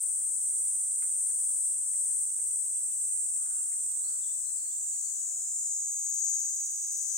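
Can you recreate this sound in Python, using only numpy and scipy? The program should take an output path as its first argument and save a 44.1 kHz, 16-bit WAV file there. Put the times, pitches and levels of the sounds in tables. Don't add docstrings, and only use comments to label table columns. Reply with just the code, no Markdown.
import sys
import numpy as np
from scipy import signal
from scipy.fft import rfft, irfft
from scipy.io import wavfile
from scipy.ndimage import uniform_filter1d, map_coordinates

SR = 44100
rng = np.random.default_rng(int(sys.argv[2]) if len(sys.argv) > 2 else 0)


def master_out(mix):
    frames = np.transpose(np.atleast_2d(mix))
    ceiling = np.clip(frames, -1, 1)
    pcm = np.round(ceiling * 32767).astype(np.int16)
    wavfile.write(sys.argv[1], SR, pcm)


N = 316197
TIME = np.arange(N) / SR


def undb(db):
    return 10 ** (np.asarray(db) / 20)


def level(x, db=0):
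    return x * undb(db) / np.sqrt(np.mean(x ** 2))


def curves(table):
    times, *columns = np.transpose(table)
    return [np.interp(TIME, times, column) for column in columns]


def pan(db):
    gains = undb(np.array([db, -db]).reshape(2, -1) / 2)
    return gains / np.sqrt(np.mean(gains ** 2, axis=0))


def add(out, start_s, x):
    i = max(int(start_s * SR), 0)
    out[..., i:i + x.shape[-1]] += x[..., :N - i]


def wander(per_s):
    hold = int(SR / per_s)
    steps = np.repeat(rng.standard_normal(N // hold + 1), hold)
    return 1.3 * uniform_filter1d(uniform_filter1d(steps, hold), hold)[:N]


def band(x, low_hz, high_hz, order=2):
    edges = [low_hz, min(high_hz, SR / 2 - 1000)]
    return signal.sosfilt(signal.butter(order, edges, "band", fs=SR, output="sos"), x)


def shaped_noise(spectrum):
    hz, db = np.transpose(spectrum)
    all_hz = np.maximum(np.arange(N // 2 + 1) * SR / N, 1)
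    gains = undb(np.interp(np.log(all_hz), np.log(hz), db))
    return level(irfft(rfft(rng.standard_normal((2, N))) * gains, N))


def garden(x, fade_s, echo_db):
    age = TIME[:SR // 2]
    echo = rng.standard_normal((2, len(age))) * np.exp(-np.log(1000) * age / fade_s)
    echo *= undb(echo_db) / np.sqrt(np.sum(echo ** 2, axis=1, keepdims=True))
    echo[:, 0] = 1
    return signal.fftconvolve(np.atleast_2d(x), echo, axes=1)[:, :N] / np.hypot(1, undb(echo_db))


# (frequency [Hz], relative level [dB])
AIR_TONE = [(20, -38), (40, -40), (70, -20), (130, -3.5), (280, -5), (500, 0), (800, 5.5), (1500, 3.5),
            (2200, 1), (3000, -4), (6000, -34)]


def air():
    rumble = level(band(rng.standard_normal(N), 55, 210), -92) * undb(1.5 * wander(3))
    hush = level(shaped_noise(AIR_TONE), -72.5) * undb(.5 * wander(.75))
    return hush + rumble


# (time [s], length [s], pitch scale [Hz], gain [dB])
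CAWS = [(3.37, .25, 440, -67), (3.98, .22, 430, -68)]


def crow():
    swell, pitch = np.zeros(N), np.zeros(N)
    for start_s, length, scale_hz, db in CAWS:
        arch = np.sin(np.linspace(0, np.pi, int(length * SR))) ** 2
        add(swell, start_s, undb(db) * arch ** (1 / 4))
        add(pitch, start_s, scale_hz * (.62 + .19 * arch))
    phase = 2 * np.pi * np.cumsum(pitch * (1 + .11 * wander(400))) / SR
    throat = band(sum(np.sin(k * phase) for k in range(1, 6)), 1100, 1700)
    return garden(throat * swell, fade_s=1.0, echo_db=1.5)


# (time [s], length [s], first pitch [Hz], last pitch [Hz], relative level [dB])
WHISTLES = [(3.985, 0.036, 3430, 3900, -58), (4.026, 0.072, 3960, 4900, -49),
            (4.208, 0.047, 3800, 3350, -55), (4.275, 0.051, 3300, 3790, -58),
            (4.394, 0.04, 6000, 4900, -50), (4.43, 0.07, 4200, 4180, -56), (4.546, 0.062, 5540, 4070, -52),
            (4.646, 0.05, 4240, 4740, -53), (4.702, 0.043, 3330, 3820, -59), (4.93, .03, 4100, 4650, -53),
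            (5.016, 0.091, 4510, 4500, -55), (5.162, 0.044, 3400, 2800, -66)]


def bird():
    out = np.zeros(N)
    hoarse = 1 + .03 * wander(700)
    for start_s, length, first_hz, last_hz, db in WHISTLES:
        hz = np.linspace(first_hz, last_hz, int(length * SR))
        phase = 2 * np.pi * np.cumsum(hz * hoarse[int(start_s * SR):][:len(hz)]) / SR
        add(out, start_s, undb(db) * np.hanning(len(hz)) ** (1 / 4) * np.sin(phase))
    return garden(out * undb(-4.5), fade_s=.55, echo_db=7)


SLAT_NOTES = [480, 760, 1230, 1560, 2060, 3330, 3750, 4380]


def pop(knock_db, knock_hz, fade_s, snap_db, fall_db_per_octave=28):
    age = TIME[:SR // 6]
    fibre_noise, snap_noise = rng.standard_normal((2, 2, len(age)))
    hz = np.array(SLAT_NOTES)[:, None] * (1 + .02 * rng.standard_normal((len(SLAT_NOTES), 1)))
    notes = np.sin(2 * np.pi * (hz * age + rng.random((len(hz), 1))))
    octaves_away = np.abs(np.log2(hz / knock_hz))
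    wood = np.sum(notes * undb(-fall_db_per_octave * octaves_away), axis=0)
    fibres = band(fibre_noise, knock_hz / 1.35, knock_hz * 1.25, order=4)
    knock = level(level(wood) + level(fibres, db=7), knock_db) * np.exp(-np.log(1000) * age / fade_s)
    snap = band(snap_noise * np.exp(-age / .0012), 7000, 18000, order=4) * undb(snap_db)
    return knock + snap


# (time [s], knock level [dB], knock pitch [Hz], time to fade by 60 dB [s], snap gain [dB])
WOOD_POPS = [(0.029, -62.5, 2470, 0.053, -22.5), (0.866, -62, 1470, 0.039, -60),
             (1.02, -53, 2040, 0.12, -36), (1.021, -60.5, 4280, 0.079, -50), (1.024, -59, 1400, 0.17, -60),
             (1.302, -55, 590, 0.024, -34), (1.303, -59, 1770, 0.035, -55), (1.303, -61, 4700, 0.056, -55),
             (1.497, -57.5, 1090, 0.032, -53), (1.498, -64, 3700, .03, -60), (1.937, -60, 2040, 0.065, -34),
             (1.937, -67, 3800, .04, -60), (2.27, -65, 1750, .06, -60), (2.390, -55, 615, 0.034, -55),
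             (2.391, -59, 1880, .025, -55), (2.766, -57, 735, 0.027, -53), (2.918, -61.5, 3670, 0.04, -55),
             (3.014, -63, 4300, .035, -58), (3.121, -64, 4000, .03, -58), (3.362, -64.5, 2140, 0.071, -52),
             (3.459, -62, 2050, 0.047, -59), (3.722, -60.5, 2080, 0.13, -50),
             (3.917, -55, 4460, 0.037, -35), (4.651, -67, 1950, 0.14, -55), (5.309, -57, 760, 0.023, -48),
             (5.312, -62, 2000, 0.045, -55), (5.368, -60.5, 760, 0.039, -62),
             (6.062, -62.5, 1800, 0.07, -55), (6.641, -63, 3860, 0.044, -60), (6.895, -65, 2180, 0.06, -52)]


def fire(crackles=45):
    out = np.zeros((2, N))
    for start_s, *settings in WOOD_POPS:
        add(out, start_s, pop(*settings))
    for when, size, pitch in rng.random((crackles, 3)):
        crackle = pop(-80 + 9 * size, 700 + 1800 * pitch, fade_s=.035, snap_db=-60 + 14 * size)
        add(out, when * TIME[-1], crackle)
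    return out


def bush_cricket(start_s=5.805, strokes=28, stroke_ms=5.2):
    quick_strokes, quick_gap_s, gap_s, slowing_s = 5, .0383, .04994, .000182
    rise_s, hold_s, fade_db_per_s = .19, .51, 2
    settled = np.arange(strokes - 1) - quick_strokes
    gaps = np.where(settled < 0, quick_gap_s, gap_s + slowing_s * settled)
    elapsed = np.cumsum(np.r_[0, gaps])
    rise_db = 9 * np.minimum(elapsed / rise_s - 1, 0)
    fade_db = fade_db_per_s * np.maximum(elapsed - rise_s - hold_s, 0)
    stroke_db = -50 + rise_db - fade_db + 1.3 * rng.standard_normal(strokes)
    from_peak = TIME[:SR // 25] - 1 / 50
    bump = np.exp(-(1000 * from_peak / stroke_ms) ** 2 / 2)
    swell = np.zeros(N)
    for peak_s, db in zip(start_s + elapsed, stroke_db):
        add(swell, peak_s + from_peak[0], undb(db) * bump)
    teeth = band(rng.standard_normal(N) * undb(3 * wander(2500)), 12200, 16500, order=3)
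    return garden(level(teeth) * swell, fade_s=.2, echo_db=-7) * pan(-3)


def rib_clicks(rate, slip_us, scatter_db, limp_us=15, limp_db=1.0, ribs=5):
    count = np.cumsum(rate) / SR
    click = np.arange(1, int(count[-1]))
    time_noise, size_noise = rng.standard_normal((5000, 2))[:len(click)].T
    slip = level(signal.lfilter([1], np.poly([.66, .66]), time_noise))
    limp = np.sin(2 * np.pi * click / ribs)
    slip_size, limp_size = (np.interp(click, count, np.broadcast_to(us, N)) for us in (slip_us, limp_us))
    late_us = slip_size * slip + limp_size * limp
    times = np.interp(click, count, TIME) + late_us / 10 ** 6
    return times, undb(scatter_db * size_noise + limp_db * limp)


def belly_ring(clicks, hz, cycles):
    times, sizes = clicks
    start = np.clip(times * SR, 0, N - 1).astype(int)
    index = start[:, None] + np.arange(SR // 200)
    from_peak = index / SR - times[:, None] - 1 / 400
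    turns = np.broadcast_to(hz, N)[start, None] * from_peak
    rings = sizes[:, None] * np.exp(-(turns / cycles) ** 2 / 2) * np.sin(2 * np.pi * turns)
    return level(np.bincount(index.ravel(), rings.ravel(), N)[:N])


# (pace [clicks/s], belly pitch [Hz], base level [dB], left minus right [dB])
FAR_CICADAS = [(447.3, 8190, -47.5, 5.5), (513.8, 8340, -43.5, 6), (563, 7950, -45, 10),
               (586.6, 7420, -48.5, -12), (457, 6660, -57.5, 5)]
# (frequency [Hz], relative level [dB])
CICADA_BLUR = [(3000, -33), (4500, -27), (5200, -20.5), (6000, -9.5), (7000, -7), (8000, 11.5), (9000, 1),
               (9900, -13), (10400, -12), (11000, -13.5), (16000, -15.5)]
# (time [s], boost [dB])
CHORUS_SWELL = [(0, 1), (2.5, 1), (4.5, 3.5), (6.3, 1.5), (6.75, 1.5), (7.15, 3)]


def cicada_chorus():
    swell_db, = curves(CHORUS_SWELL)
    out = level(shaped_noise(CICADA_BLUR), -42.5) * undb(.7 * wander(3))
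    for rate, belly_hz, db, pan_db in FAR_CICADAS:
        clicks = rib_clicks(rate * (1 + .005 * wander(1.5)), slip_us=44, scatter_db=2)
        song = belly_ring(clicks, belly_hz, cycles=1.63)
        out += garden(song, fade_s=.73, echo_db=12) * undb(db + wander(4.01)) * pan(pan_db)
    return out * undb(swell_db)


# (time [s], pace [clicks/s])
CLICK_PACE = [(0, 486), (1.8, 487.5), (2.4, 490), (3, 497), (3.5, 505), (4, 519), (4.5, 531), (5.05, 555),
              (5.4, 573), (5.85, 592), (6.3, 605.5), (7.15, 616)]
# (time [s], pitch [Hz])
BELLY_PITCH = [(0, 8550), (2.3, 8476), (3.0, 8310), (3.6, 8410), (4.1, 8160), (4.55, 7960), (5.05, 7230),
               (5.5, 7250), (5.9, 6810), (6.3, 6790), (7.15, 6480)]
# (pitch [times the main note], ring length [cycles],
# relative level at the slowest pace [dB], relative level at the fastest [dB])
BELLY_NOTES = [(.74, 2.6, -44, -16.5), (0.828, 0.7, -23.5, -22), (1.004, 2.09, 0, 0), (1.24, 5.4, -35, -15),
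               (1.385, 3.9, -30.5, -34), (1.82, 7.0, -38, -43)]
# (time [s], relative level [dB])
LOW_NOTE_LEVEL = [(0, -47), (4.76, -58), (4.86, -23), (5.15, -17), (5.45, -27), (5.7, -25)]
# (time [s], base level [dB])
SHRILL_LEVEL = [(0.0, -32), (0.06, -31), (1.56, -31), (1.67, -28), (1.76, -32.5), (2.2, -30), (2.29, -34),
                (2.46, -31.5), (2.81, -33), (3.07, -32.5), (4.55, -36.5), (4.66, -39.5), (5.75, -34.5),
                (5.95, -38), (6.27, -31), (6.79, -37.5), (6.97, -35), (7.17, -33.5)]
# (time [s], left minus right [dB])
SHRILL_BALANCE = [(0.0, 4.5), (0.62, 1.5), (1.74, 3.5), (2.02, 4.5), (2.18, 5), (2.33, -1), (2.58, 2.5),
                  (3.73, 1.5), (3.81, -5), (4.47, 6.5), (4.81, -10), (5.11, 8), (5.49, 0), (6.21, 5.5),
                  (6.63, 0), (6.79, -2), (7.11, 8), (7.17, 4)]


def near_cicada(right_delay_us=(14, 34)):
    (rate,), (belly_hz,), (low_db,) = map(curves, (CLICK_PACE, BELLY_PITCH, LOW_NOTE_LEVEL))
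    (base_db,), (pan_db,) = map(curves, (SHRILL_LEVEL, SHRILL_BALANCE))
    effort = (rate - rate.min()) / np.ptp(rate)
    clicks = rib_clicks(rate * (1 + .0008 * wander(12)), slip_us=25 + 26 * effort,
                        scatter_db=1, limp_us=15 * (1 - .3 * effort))
    notes = sum(belly_ring(clicks, ratio * belly_hz, cycles) * undb(slow + (fast - slow) * effort)
                for ratio, cycles, slow, fast in BELLY_NOTES)
    low_note = belly_ring(clicks, hz=6100, cycles=3.6) * undb(low_db)
    sizzle = belly_ring(clicks, hz=10535, cycles=14) * undb(-34.5)
    shrill = band(notes + low_note + sizzle, 5900, 19000, order=7)
    rasp = level(band(np.abs(shrill) * rng.standard_normal(N), 11000, 17000))
    song = shrill + rasp * undb(-27 - effort)
    delay = np.linspace(*right_delay_us, N) * SR / 10 ** 6
    right = map_coordinates(song, [np.arange(N) - delay])
    heard = garden(np.array([song, right]), fade_s=.15, echo_db=0)
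    waver_db = .65 * np.array([wander(10), wander(10)])
    sag_db = 2.5 * effort
    return heard * undb(base_db + 2.17 - sag_db + waver_db) * pan(pan_db)


def scene():
    return near_cicada() + cicada_chorus() + bush_cricket() + fire() + crow() + bird() + air()


def record(dry):
    top_hz = 15850
    return signal.sosfilt(signal.ellip(12, .2, 80, top_hz, fs=SR, output="sos"), dry)


dry = scene()
out = record(dry)
master_out(out)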